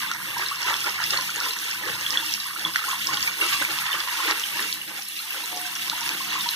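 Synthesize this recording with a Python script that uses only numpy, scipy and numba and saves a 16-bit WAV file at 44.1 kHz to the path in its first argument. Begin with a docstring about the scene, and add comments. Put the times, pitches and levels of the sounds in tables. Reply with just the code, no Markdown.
"""In a small tiled bathroom a tap runs steadily into a ceramic washbasin, heard from close above.
The jet hisses as spray (a dense crowd of droplet ticks) and fizzes as splash (a crowd of tiny bubbles).
A few times a second it gulps air into the water round the drain, which gurgles and churns (larger bubbles).
Single bubbles blip and pop and droplets tick, each a short ring. Filtered noise makes the faint rumble
of the bowl and the ring of the waste pipe; the tiles add a short echoing tail."""
import sys
import numpy as np
from scipy import signal
from scipy.fft import rfft, irfft
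from scipy.io import wavfile
from scipy.ndimage import uniform_filter1d
from numba import njit

SR = 44100
rng = np.random.default_rng(int(sys.argv[2]) if len(sys.argv) > 2 else 0)


def master_out(mix):
    """Clip the mix to full scale and print it as 16-bit PCM to the path in sys.argv[1]."""
    frames = np.transpose(np.atleast_2d(mix))
    ceiling = np.clip(frames, -1, 1)
    pcm = np.round(ceiling * 32767).astype(np.int16)
    wavfile.write(sys.argv[1], SR, pcm)


N = 288855
TOP_HZ = 15400  # upper limit of the whole sound


def undb(db):
    """Turn decibels into a gain."""
    return 10 ** (np.asarray(db) / 20)


def controls(table):
    """Draw each column of a time table as a curve with a value at every sample."""
    s, *columns = np.transpose(table)
    t = np.arange(N) / SR
    return [np.interp(t, s, column) for column in columns]


def bins():
    """List the frequencies in the spectrum of a whole signal, in Hz."""
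    return np.arange(N // 2 + 1) * SR / N


def along(points, hz):
    """Read a table of (f/Hz, value) at any frequency, spacing pitches as the ear does."""
    f, value = np.transpose(points)
    return np.interp(np.log(hz + 1), np.log(f), value)


def shape(x, gain):
    """Filter a sound with one gain for each frequency."""
    return irfft(rfft(x) * gain, N)


def resonances(modes):
    """Gain at each frequency of objects that ring at (f/Hz, width/Hz, level/dB); their powers add."""
    f = bins() + 1
    power = 0
    for hz, width, db in modes:
        offset = (f * f - hz * hz) / (f * width)
        power = power + undb(db) ** 2 / (1 + offset ** 2)
    return np.sqrt(power)


def walk(rate):
    """Wander smoothly at random, with about `rate` new values a second and a spread of 1."""
    k = max(int(SR / rate), 2)
    steps = np.repeat(rng.standard_normal(N // k + 1), k)
    w = uniform_filter1d(steps, k)[:N]
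    return w / w.std()


@njit
def ring(start, hz, swell, size, phase, glide):
    """Each bubble swells, dies away and, if it glides, rises in pitch as it nears the surface; two phases."""
    out = np.zeros((2, N))
    for k in range(len(start)):
        first, width = int(start[k] * SR), swell[k] * SR
        turn = np.exp(2j * np.pi * hz[k] / SR - 1 / width)  # one sample of ringing and fading
        bend = np.exp(2j * np.pi * hz[k] / SR * glide[k] / (8 * width))  # one sample of rising pitch
        z = size[k] * np.e / width + 0j
        a, b = np.exp(1j * phase[k, 0]), np.exp(1j * phase[k, 1])
        for i in range(min(int(8 * width), N - first)):
            out[0, first + i] += i * (z * a).imag
            out[1, first + i] += i * (z * b).imag
            z *= turn
            turn *= bend
    return out


def cloud(count, low_hz, high_hz, cycles, spread_db, glide):
    """A crowd of rings at random, many weak and a few strong, with the same average energy at every pitch."""
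    u = rng.random((count, 6))
    start = u[:, 0] * N / SR
    hz = low_hz + (high_hz - low_hz) * u[:, 1]
    swell = cycles * 2 ** (2 * u[:, 2] - 1) / hz  # half to twice the given number of cycles
    extra_db = spread_db * np.minimum(-np.log(1 - u[:, 3]), 2 * np.e)
    size = undb(extra_db) / np.sqrt(swell)
    return ring(start, hz, swell, size, 2 * np.pi * u[:, 4:], glide * np.ones(count))


# How alike the sound is at the two microphone ports: f/Hz, likeness [-1 opposite to 1 same]
PORT_LIKENESS = [(40, -0.84), (120, 0.048), (300, 0.42), (600, 0.81), (900, 0.94), (1200, 1), (1600, 0.69),
                 (1950, -0.73), (2200, -0.982), (2500, -1.0), (2750, -0.5), (3300, 0.6), (3850, 0.94),
                 (4400, 0.02), (5000, -0.83), (5650, 0.22), (6300, 0.73), (6900, 0.12), (7300, -0.93),
                 (7700, -0.74), (8100, 0.89), (8600, 0.32), (9400, 0.042), (10500, -0.12), (14000, 0.045)]


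def ports(pair, colour, level_db):
    """Two nearby ports hear some pitches alike and others opposite; colour a pair of sounds and mix it so."""
    alike = np.clip(along(PORT_LIKENESS, bins()), -.996, .996)
    mid, side = shape(pair, colour * np.sqrt([1 + alike, 1 - alike]))
    return np.array([mid + side, mid - side]) / mid.std() * undb(level_db)


def close(s, db, hz, swell, glide, pan_db=0):
    """Rings so near the microphone that their pitch sets the phase between the ports."""
    apart = np.arccos(np.clip(1.7 * along(PORT_LIKENESS, hz), -1, 1))
    phase = 2 * np.pi * rng.random(len(s)) + np.array([0 * apart, apart])
    db = db - 10 * np.log10((undb(pan_db) + undb(-pan_db)) / 2)  # the same power wherever it lands
    swell = np.maximum(swell, 4 / SR)
    glides = glide * np.ones(len(s))

    def heard(port_db):
        """Play every ring at the level that one port hears."""
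        return ring(s.copy(), hz.copy(), swell, undb(port_db), phase.T.copy(), glides)

    left = heard(db + pan_db / 2)[0]
    right = heard(db - pan_db / 2)[1]
    return np.array([left, right])


ROOM_T60_S, ROOM_DB = 0.2, -7  # time for the tail to fall by 60 dB, and its gain


def bathroom(x):
    """Tiles return a short, dense tail whose pattern drifts, in a one-second cycle, as the microphone moves."""
    t = np.arange(SR // 2) / SR
    fade = np.exp(-np.log(1000) * t / ROOM_T60_S) * (t > .004)
    centre = np.array([x[0] + x[1], x[0] - x[1]]) / 2
    turn = 2 * np.pi * np.arange(N) / SR
    out = 0
    for weight in (np.cos, np.sin):
        tail = rng.standard_normal((2, len(t))) * fade
        tail /= np.sqrt(np.sum(tail ** 2, axis=1, keepdims=True))
        out = out + weight(turn) * signal.fftconvolve(centre, tail, axes=1)[:, :N]
    mid, side = undb(ROOM_DB) * out
    return np.array([mid + side, mid - side])


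# Where the bowl and the space around it ring: f/Hz, width/Hz, level/dB [relative]
BOWL_RESONANCES = [(80, 13, -11), (112, 19, -2.5), (131, 20, -11), (147, 22, 4), (179, 27, 2),
                   (207, 10.4, 10), (245, 21, -7), (316.7, 15, 9.5), (445, 28, -35), (525, 16, -34)]
# Rumble of the bowl, before the gains below: t/s, hollow part level/dB, deepest part level/dB
RUMBLE_LEVELS = [(0.0, -55, -66), (0.2, -56, -59), (0.6, -65.5, -63), (1.15, -56.5, -56), (1.6, -61, -68),
                 (1.9, -61, -56), (2.27, -54, -62.5), (2.43, -64.5, -68.0), (2.68, -52, -63),
                 (2.81, -64.5, -70), (3.17, -54.5, -53), (3.35, -60.5, -63.5), (3.57, -53.5, -56.5),
                 (3.93, -65.5, -65), (4.5, -59.5, -66), (4.66, -54, -70), (4.82, -59.5, -70),
                 (5.27, -66.5, -81), (5.55, -59.5, -66.5), (6.07, -59, -62), (6.15, -53, -78),
                 (6.42, -53, -60), (6.55, -63, -83)]
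RUMBLE_HZ = 136  # the deepest part lies below this
DRONE_DB, DEEP_DB = 3, 1.8  # gain of the hollow part and of the deepest


def rumble(drone_db, deep_db):
    """The jet's unsteady push shakes the bowl's resonances; the deepest also come and go on their own."""
    f = bins() + 1
    bowl = resonances(BOWL_RESONANCES) / np.sqrt(1 + (55 / f) ** 4)  # weaker below 55 Hz
    deep_share = 1 / (1 + (f / RUMBLE_HZ) ** 10)
    throb = walk(25)
    drone_db = drone_db + DRONE_DB + 1.4 * throb
    drone = ports(rng.standard_normal((2, N)), bowl * np.sqrt(1 - deep_share), drone_db)
    deep_db = deep_db + DEEP_DB + throb + 0.89 * walk(8.1)
    deep = ports(rng.standard_normal((2, N)), bowl * np.sqrt(deep_share), deep_db)
    return drone + deep


# Faint ring of the waste pipe, before its gain and wavering: t/s, level/dB
PIPE_LEVELS = [(0, -82), (4.2, -68), (5.15, -84), (5.29, -58), (5.4, -69), (5.55, -50), (5.66, -53.5),
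               (5.77, -64), (6.1, -57), (6.26, -52), (6.4, -60), (6.55, -62)]
PIPE_HZ, PIPE_WIDTH_HZ = 726, 9.1  # pitch, and width of one pass of the filter
PIPE_DB, PIPE_WAVER_DB = -1, 4  # gain, and how much it wavers


def pipe(level_db):
    """The outflow keeps one narrow resonance of the waste pipe ringing, now stronger, now weaker."""
    colour = resonances([(PIPE_HZ, PIPE_WIDTH_HZ, 0)]) ** 2  # two passes
    return ports(rng.standard_normal((2, N)), colour, level_db + PIPE_DB + PIPE_WAVER_DB * walk(9))


# Where the hollow under the plughole rings: f/Hz, width/Hz, level/dB [relative]
DRAIN_RESONANCES = [(319.7, 30, 5), (332, 28, -10), (364, 28, -3.5), (426, 49, -2.5), (446, 20, 1),
                    (526, 27, 1.5), (576, 81, -4.5), (600, 39, -10.5), (747, 58, -8.5), (836.4, 11.4, 8)]


def churn(level_db, surge):
    """Air pockets collapse with short thuds that ring the hollow under the plughole."""
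    pockets = cloud(count=2600, low_hz=221.4, high_hz=1054, cycles=1.75, spread_db=2.5, glide=0.19)
    return ports(pockets, resonances(DRAIN_RESONANCES), level_db + 1.6 * surge)


# Colour of the gurgle: f/Hz, level/dB [relative]
GURGLE_COLOUR = [(500, -68), (680, -9.5), (820, -1.5), (960, 7.5), (1300, 8), (1900, 11), (2300, 11),
                 (3200, -27)]


def gurgle(level_db, surge):
    """Larger bubbles ring in the swirl: a crowd of short ones, and a few that ring on and chirp upward."""
    short = cloud(count=4200, low_hz=630.0, high_hz=2706, cycles=2.01, spread_db=0.57, glide=0.066)
    clear = cloud(count=170, low_hz=796, high_hz=1469, cycles=5.0, spread_db=0.5, glide=0.17)
    bubbles = short / short.std() + undb(-10.5) * clear / clear.std()
    colour = undb(along(GURGLE_COLOUR, bins()))
    return ports(bubbles, colour, level_db + 0.91 * surge + 0.93 * walk(24))


# Gulps of air dragged under by the jet, before the gain of each layer:
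# t/s [at the height], small bubbles level/dB, air pockets level/dB, length/s
AIR_GULPS = [(0.116, -42, -64, 0.059), (0.414, -25.5, -45.5, 0.083), (0.698, -26, -42, 0.15),
             (0.873, -24.5, -36.5, 0.043), (1.014, -29.5, -58, 0.16), (1.161, -26, -40, 0.12),
             (1.3, -36, -60, 0.04), (1.429, -29, -44, 0.14), (1.654, -40, -48, 0.049),
             (1.867, -28, -40, 0.092), (2.15, -28.5, -45, 0.11), (2.588, -36, -46, 0.076),
             (2.667, -38, -52.5, 0.11), (2.877, -31.5, -51, 0.16), (3.127, -29.5, -41.5, 0.12),
             (3.277, -31, -49, 0.082), (3.426, -25, -38, 0.086), (3.53, -30.5, -51, 0.07),
             (3.618, -21, -35, 0.018), (3.704, -49, -42, 0.078), (3.946, -35, -43.5, 0.064),
             (4.238, -36, -62, 0.064), (4.295, -26, -38.5, 0.091), (4.585, -29.5, -42.5, 0.15),
             (4.93, -37, -49, 0.13), (5.353, -31, -47, 0.032), (5.526, -31, -39.5, 0.022),
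             (5.56, -42, -44, 0.053), (5.91, -32.5, -46.5, 0.1), (6.114, -32, -46.5, 0.089),
             (6.363, -30.5, -54, 0.13), (6.451, -29.5, -60, 0.047)]


def gulps():
    """Each gulp of air swells and fades; add up the power of its small bubbles and of its air pockets."""
    t = np.arange(N) / SR
    bubbles, pockets = 0, 0
    for s, bubbles_db, pockets_db, length in AIR_GULPS:
        swell = np.exp(-2 * (2 * (t - s) / length) ** 2)
        bubbles = bubbles + undb(bubbles_db) ** 2 * swell
        pockets = pockets + undb(pockets_db) ** 2 * swell
    return bubbles, pockets


def lifted(steady_db, power, gain_db):
    """Level in dB of a steady sound with the power of the gulps on top."""
    return 10 * np.log10(undb(steady_db) ** 2 + power * undb(gain_db) ** 2)


STRAY_DB, FLICK_DB = -51, -59.5  # lesser bubbles and flung droplets, at the usual force of the jet


def strays(jet_db):
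    """Lesser bubbles pop and flung droplets tick at random, louder when the jet hits harder."""
    bubbles = cloud(count=150, low_hz=2597, high_hz=6380, cycles=11.0, spread_db=1.5, glide=0.047)
    droplets = cloud(count=70, low_hz=7000, high_hz=14000, cycles=1.0, spread_db=9.5, glide=0)
    return ports(bubbles, 1, STRAY_DB + jet_db) + ports(droplets, 1, FLICK_DB + jet_db)


# Fragments of a droplet: gain, spread in time (s) and pitch (octaves each way), swell (cycles)
SHATTER_DB, SHATTER_S, SHATTER_OCTAVES, SHATTER_CYCLES = -8.5, 0.0026, 0.39, 1.2


def shatter(s, db, hz, count):
    """Each droplet breaks into a few fragments that click around its pitch, each a little apart in time."""
    when, detune, left, right = rng.random((len(s), count, 4)).reshape(-1, 4).T
    s, db, hz = np.repeat([s, db, hz], count, axis=1)
    hz = np.minimum(hz * 2 ** (SHATTER_OCTAVES * (2 * detune - 1)), TOP_HZ)
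    start = s + SHATTER_S * (when - .5)
    phase = 2 * np.pi * np.column_stack([left, right])
    return ring(start, hz, SHATTER_CYCLES / hz, undb(db), phase, np.zeros(len(s)))


# Flung droplets that tick on the glaze: t/s, peak level/dB, f/Hz, left minus right level/dB
DROPLET_TICKS = [(0.137, -21, 5580.0, -5.0), (0.3799, -25.0, 11310.0, 1.0), (0.383, -19, 5430.0, -1.0),
                 (0.4854, -18, 5150.0, -3.0), (0.5585, -23.5, 5110.0, -5), (0.618, -19, 5280.0, -5.0),
                 (0.6303, -18, 5050.0, -5.0), (0.7348, -26, 5420.0, -1.0), (0.7666, -19, 5520.0, -6.0),
                 (0.8055, -18.0, 5270.0, -5.0), (0.8428, -16, 5060.0, -4), (0.8608, -25, 5430.0, -8.0),
                 (0.8952, -19, 5210.0, -6), (1.04, -12, 5070, -4), (1.0631, -22.5, 11920.0, -2.0),
                 (1.1067, -10, 5160, -2.0), (1.2107, -16.5, 5480.0, -6.0), (1.2212, -23.5, 10920.0, -1.0),
                 (1.3025, -24, 6270.0, 3.0), (1.3497, -24, 9220.0, -3.0), (1.3607, -18, 6550, -1.0),
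                 (1.4026, -14, 5400, 2), (1.4564, -19.0, 5160.0, 0.0), (1.4866, -20, 4990.0, -2.0),
                 (1.4934, -23, 12400.0, -1.0), (1.5348, -20, 5430.0, 1.0), (1.5885, -21, 5840, -7),
                 (1.6428, -25, 6140.0, -3.0), (1.663, -27, 5150.0, -1.0), (1.7124, -17.0, 5240.0, -8),
                 (1.8545, -24.5, 5000.0, -6.0), (2.0114, -24, 5040.0, -2.0), (2.106, -12.5, 5210.0, -12),
                 (2.1247, -18.5, 5030.0, -2.0), (2.263, -18.0, 5190.0, -3.0), (2.31, -21, 5850.0, -3.0),
                 (2.3267, -23, 5700, -9.0), (2.3388, -10.5, 5280.0, -3), (2.4015, -18, 4920.0, -1),
                 (2.443, -23, 5130.0, -4.0), (2.4681, -23.0, 10440.0, -2.0), (2.55, -23, 9800.0, -4.0),
                 (2.595, -18, 4870, -1.0), (2.738, -24.0, 5020.0, -1), (2.8745, -25.5, 10520.0, -3.0),
                 (2.8902, -21, 6560, 2.0), (2.9403, -23.5, 9520.0, 1.0), (3.071, -11.5, 5370, -5),
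                 (3.1429, -13, 4770.0, -2), (3.2072, -20.0, 4920.0, 0), (3.2276, -9, 5100.0, 0),
                 (3.2651, -22, 11080.0, -8.0), (3.2763, -25.5, 13370.0, -4.0), (3.4596, -30, 5510.0, -3.0),
                 (3.4664, -24.0, 9260.0, -2.0), (3.5295, -18, 5090.0, 1.0), (3.6258, -19.5, 8660, -2.0),
                 (3.8103, -28, 11600.0, 4), (3.8256, -22.0, 14130.0, -1.0), (3.9286, -23.0, 12140.0, 2.0),
                 (3.9842, -27, 12770.0, -2.0), (4.0038, -15, 4650, 10), (4.3105, -13, 5090, 4),
                 (4.3973, -19, 5960.0, 3), (4.604, -18, 11100, -1), (4.626, -16, 4740.0, 9.0),
                 (4.74, -19, 11600, -2.0), (5.0226, -21, 5400, 8), (5.0323, -24, 10410.0, -5.0),
                 (5.086, -20, 11200, 0), (5.3064, -25, 12950.0, -2.0), (5.5619, -25, 6200.0, 5.0),
                 (5.5743, -19, 5450, -4.0), (5.616, -21.5, 9610.0, -3.0), (5.7537, -19, 5400, 9.0),
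                 (6.0088, -19, 5560.0, 9.0), (6.0767, -20, 5340.0, 7.0), (6.3383, -22, 5370.0, 5.0),
                 (6.4187, -25, 10310.0, 1.0), (6.5097, -16, 11900, 2)]
TICK_DB, TICK_SWELL_S = 0, 0.0004  # gain and swell time of every tick


def ticks():
    """Droplets hit the wet glaze: a very short, high ring amid the crackle of their fragments."""
    s, db, hz, pan_db = np.transpose(DROPLET_TICKS)
    swell = np.full(len(s), TICK_SWELL_S)
    rings = close(s, db + TICK_DB, hz, swell, glide=0.063, pan_db=pan_db)
    return rings + shatter(s, db + SHATTER_DB, hz, count=6)


# Large bubbles that blip out of the swirl, before their gain:
# t/s, peak level/dB, starting f/Hz, swell time/s, rise [share of the starting pitch]
BUBBLE_BLIPS = [(0.366, -19.5, 928, 0.0035, 0.25), (0.3955, -18, 920, 0.0014, 0.1),
                (0.512, -19, 1028, 0.0056, 0.92), (0.566, -27.5, 980, 0.003, 0.2),
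                (0.645, -24, 933, 0.0095, 0.44), (0.705, -17.5, 887, 0.0036, 0.17),
                (0.844, -18, 1320, 0.0022, 0.22), (0.866, -18, 1330, 0.0019, 0.1),
                (0.9895, -16.5, 1390, 0.0015, 0.1), (1.001, -22, 890, 0.0025, 0.3),
                (1.011, -20.5, 1265, 0.0034, 0.33), (1.134, -15.5, 1110, 0.0021, 0.31),
                (1.185, -22, 990, 0.0042, 0.17), (1.293, -17.5, 1370, 0.0015, 0.15),
                (1.409, -17.5, 1300, 0.0028, 0.32), (1.459, -24, 953, 0.0059, 0.36),
                (1.945, -30, 910, 0.0069, 0.23), (2.222, -29, 920, 0.0063, 0.081),
                (2.3, -34, 880, 0.004, 0.2), (2.454, -29.5, 1047, 0.0065, 0.2),
                (2.507, -26, 1140, 0.0026, 0.22), (2.56, -20.5, 1320, 0.0023, 0.2),
                (2.659, -23, 994, 0.0035, 0.26), (2.694, -32, 970, 0.004, 0.1),
                (2.839, -19, 1340, 0.0037, 0.2), (2.881, -20, 1020, 0.0031, 0.2),
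                (2.93, -16.5, 1040, 0.0022, 0.11), (2.942, -23, 910, 0.0033, 0.28),
                (3.0875, -16, 1010, 0.0041, 0.41), (3.173, -24, 1025, 0.0032, 0.2),
                (3.446, -22.5, 1265, 0.0042, 0.2), (3.524, -20, 1060, 0.0025, 0.42),
                (3.545, -20.5, 1095, 0.003, 0.22), (3.62, -17, 1400, 0.0027, 0.45),
                (3.947, -17.5, 1120, 0.002, 0.18), (4.073, -22, 1050, 0.0027, 0.2),
                (4.2, -18, 1036, 0.0037, 0.2), (4.247, -25, 1010, 0.0023, 0.2),
                (4.912, -36, 995, 0.0055, 0.65), (4.986, -36, 730, 0.0059, 0.43),
                (5.196, -32, 1205, 0.005, 0.65), (5.232, -40.5, 823, 0.012, 0.38),
                (5.35, -29, 1410, 0.0023, 0.27), (5.436, -26.5, 930, 0.0028, 0.22),
                (5.65, -26, 1510, 0.0034, 0.23), (5.914, -25, 1260, 0.0044, 0.66),
                (5.928, -22.5, 883, 0.0054, 0.3), (6.011, -26, 903, 0.0075, 0.21),
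                (6.205, -22, 1030, 0.0037, 0.3), (6.354, -18.5, 1015, 0.003, 0.37),
                (6.379, -22, 990, 0.0034, 0.25), (6.458, -21.5, 933, 0.0054, 0.11)]
BLIP_DB = -4.5  # gain of every blip


def blips():
    """Large bubbles ring clearly and chirp upward as they rise through the swirl."""
    s, db, hz, swell, rise = np.transpose(BUBBLE_BLIPS)
    return close(s, db + BLIP_DB, hz, swell, rise)


# Colour of the wet snap of a bursting bubble: f/Hz, level/dB [relative]
SNAP_COLOUR = [(500, -24), (1200, -30), (3000, 9), (5500, 10), (8000, -4), (15000, -19)]


def snaps(s, db, swell):
    """A tearing film gives a wet burst of noise that rises and fades with the ring of its bubble."""
    burst = np.zeros(N + SR)
    age = np.arange(SR // 40) / SR
    for start, size, rise in zip(s, undb(db), np.maximum(swell, 4 / SR)):
        burst[int(start * SR) + np.arange(len(age))] += size * age / rise * np.exp(1 - age / rise)
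    colour = undb(along(SNAP_COLOUR, bins()))
    return burst[:N] * ports(rng.standard_normal((2, N)), colour, 0)


# The loudest small bubbles that burst at the surface:
# t/s, peak level/dB, f/Hz, swell time/s, snap level/dB [against the ring]
BUBBLE_POPS = [(0.1132, -18, 1350, 0.0017, -12), (0.1152, -19, 3740, 0.00055, -14),
               (0.462, -16.5, 4090, 0.00083, -17), (0.7398, -16, 3380, 0.001, -13),
               (0.8685, -16, 2200, 0.0013, -16), (1.1722, -17, 4250, 0.0017, -8),
               (1.508, -19.5, 4060, 0.0013, -16), (2.064, -14, 3290, 0.0012, -26),
               (2.1728, -8, 3380, 0.0011, -30), (2.32, -23.5, 3270, 0.0022, -17),
               (2.4023, -26, 3890, 0.0019, -18), (2.6497, -11.5, 3375, 0.0015, -35),
               (2.7576, -15, 1490, 0.00089, -16), (2.7594, -8, 1860, 0.00079, -16),
               (3.171, -16.5, 3240, 0.0011, -10), (3.274, -14, 2290, 0.003, -19),
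               (3.41, -15, 2780, 0.0042, -26), (3.4178, -15, 2190, 0.0021, -24),
               (3.6496, -13, 2250, 0.0009, -33), (3.7879, -14, 2900, 0.00047, -9),
               (3.911, -19, 1850, 0.0011, -21), (3.9155, -21, 3540, 0.0033, -27),
               (3.9305, -16, 3050, 0.0011, -25), (4.3103, -14, 1090, 0.00058, -6),
               (4.438, -15, 3080, 0.0011, -29), (4.5923, -20, 1780, 0.0018, -23),
               (4.7262, -25, 4050, 0.0011, 2), (4.815, -23, 2880, 0.0021, -31),
               (5.1897, -25, 4030, 0.0022, -13), (5.3057, -21, 2680, 0.0021, -28),
               (5.439, -27, 3990, 0.0022, -18), (5.898, -18.5, 3560, 0.00057, 0),
               (6.091, -15, 2520, 0.00077, -11), (6.4085, -18.5, 3650, 0.00098, -12),
               (6.4889, -19, 4020, 0.00076, -2)]


def pops():
    """Single loud bubbles at the surface: a ring, and a wet snap as the film tears; they give off little bass."""
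    s, db, hz, swell, snap_db = np.transpose(BUBBLE_POPS)
    both = close(s, db, hz, swell, glide=0.029) + snaps(s, db + snap_db, swell)
    no_bass = signal.butter(2, 400, "high", fs=SR, output="sos")
    return signal.sosfilt(no_bass, both)


# Colour of the splash: f/Hz, level/dB [relative]
SPLASH_COLOUR = [(1200, -48), (1800, 0.5), (2300, 4), (2500, 0.5), (2700, 7), (3050, 2), (3400, 3),
                 (4300, -2.5), (5200, -1.5), (6300, -6.5), (7400, -5.5), (8000, -5)]
# Splash scattered by the sides of the bowl, more of it once the microphone moves in:
# t/s, level/dB [against the direct splash]
SCATTER_SHARE = [(0, -9.5), (3.1, -32), (3.4, -6), (5.0, -2), (6.55, -9)]


def splash(level_db, surge):
    """Tiny bubbles fizz where the jet breaks up; what the bowl scatters reaches the two ports unrelated."""
    fizz = cloud(count=26000, low_hz=1230, high_hz=7538, cycles=4.65, spread_db=2.0, glide=0.023)
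    colour = undb(along(SPLASH_COLOUR, bins()))
    direct = ports(fizz, colour, 0)
    echoes = cloud(count=26000, low_hz=1517, high_hz=7350, cycles=3.5, spread_db=1.0, glide=0.046)
    scattered = shape(echoes, colour)
    share = undb(controls(SCATTER_SHARE)[0])
    both = direct + share * np.sqrt(2) * scattered / scattered.std()
    return both / np.hypot(1, share) * undb(level_db + 1.65 * surge)


# Colour of the spray: f/Hz, level/dB [relative]
SPRAY_COLOUR = [(3000, 0), (6000, -2), (7350, -7.5), (8050, -0.5), (8700, 1.5), (9500, 2), (11000, 2.5),
                (13000, 2), (15000, -0.5), (17000, -41)]


def spray(level_db):
    """Fine droplets tick on the glaze so densely that they hiss."""
    droplets = cloud(count=90000, low_hz=3110, high_hz=17340, cycles=1.0, spread_db=0.5, glide=0)
    return ports(droplets, undb(along(SPRAY_COLOUR, bins())), level_db + 1.1 * walk(70))


SPLASH_DB, SPRAY_DB = -37, -40  # at the usual force, before flutter, surges and gulps
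SPLASH_PER_JET, SPRAY_PER_JET = 1.84, 1  # dB for each dB of force
FLUTTER_PER_S, SPLASH_FLUTTER_DB, SPRAY_FLUTTER_DB = 20, 1, 1.25  # the stream wobbles as it falls
GURGLE_DB, CHURN_DB = -4.5, -1.9  # gain of each in the steady swirl
# gain of a gulp in each layer; the fizz of the splash goes with the small bubbles
GULP_GURGLE_DB, GULP_CHURN_DB, GULP_FIZZ_DB = -5.5, -1.1, -9.5
# Force of the jet on the bowl, which splash and spray both follow: t/s, level/dB [against its usual force]
JET_FORCE = [(0.0, 1), (0.22, -2.5), (0.45, -0.5), (1.28, 1), (1.96, -0.5), (2.17, 1.5), (2.33, 1.5),
             (2.38, -2), (2.62, -1), (3.26, 2), (3.35, -1), (3.47, 3.5), (3.7, 1), (3.85, 1.5), (4.32, 2),
             (4.52, -0.5), (4.63, 1.5), (4.73, 0), (4.8, -3), (5.4, -1), (6.55, 1.5)]
# Steady bubbling of the water that circles the drain, before the gains above:
# t/s, small bubbles level/dB, air pockets level/dB
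SWIRL_LEVELS = [(0.0, -29.5, -64), (0.3, -35.5, -53), (1.3, -37.5, -61), (2.15, -34.5, -51),
                (2.35, -40.5, -66), (2.8, -33.5, -79), (3.0, -38.5, -63.0), (3.8, -30.5, -59.5),
                (4.25, -31.5, -44), (4.45, -37.5, -58), (4.78, -42.5, -60), (5.12, -49.5, -65),
                (5.3, -40, -67), (5.4, -38.5, -47.5), (5.7, -38.5, -61.5), (6.55, -36, -58)]


def scene():
    """The jet drives splash and spray, its gulps lift the bubbling, and the bubbles share its quick surges."""
    jet_db = controls(JET_FORCE)[0]
    bubbles_db, pockets_db = controls(SWIRL_LEVELS)
    bubbles, pockets = gulps()
    surge, flutter = walk(70), walk(FLUTTER_PER_S)
    spray_db = SPRAY_DB + SPRAY_PER_JET * jet_db + SPRAY_FLUTTER_DB * flutter
    steady_splash_db = SPLASH_DB + SPLASH_PER_JET * jet_db + SPLASH_FLUTTER_DB * flutter
    splash_db = lifted(steady_splash_db, bubbles, GULP_FIZZ_DB)
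    gurgle_db = lifted(bubbles_db + GURGLE_DB, bubbles, GULP_GURGLE_DB)
    churn_db = lifted(pockets_db + CHURN_DB, pockets, GULP_CHURN_DB)
    water = churn(churn_db, surge) + gurgle(gurgle_db, surge)
    water = water + strays(jet_db) + ticks() + blips() + pops()
    water = water + splash(splash_db, surge) + spray(spray_db)
    background = rumble(*controls(RUMBLE_LEVELS)) + pipe(*controls(PIPE_LEVELS))
    return water + bathroom(water) + background


# Difference in colour between the two ports: f/Hz, left minus right level/dB
PORT_BALANCE = [(300, 0), (1150, 0), (1700, -5), (2400, -0.5), (3200, -1), (4400, 0), (5500, -2.5),
                (7500, 0.5), (11000, -2.5), (15000, -1)]


def record(dry):
    """The two ports differ a little in colour; a steep filter cuts the top."""
    tilt_db = along(PORT_BALANCE, bins()) / 2
    heard = shape(dry, undb([tilt_db, -tilt_db]))
    top_cut = signal.ellip(10, .2, 80, TOP_HZ, fs=SR, output="sos")
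    return signal.sosfilt(top_cut, heard)


dry = scene()
out = record(dry)
master_out(out)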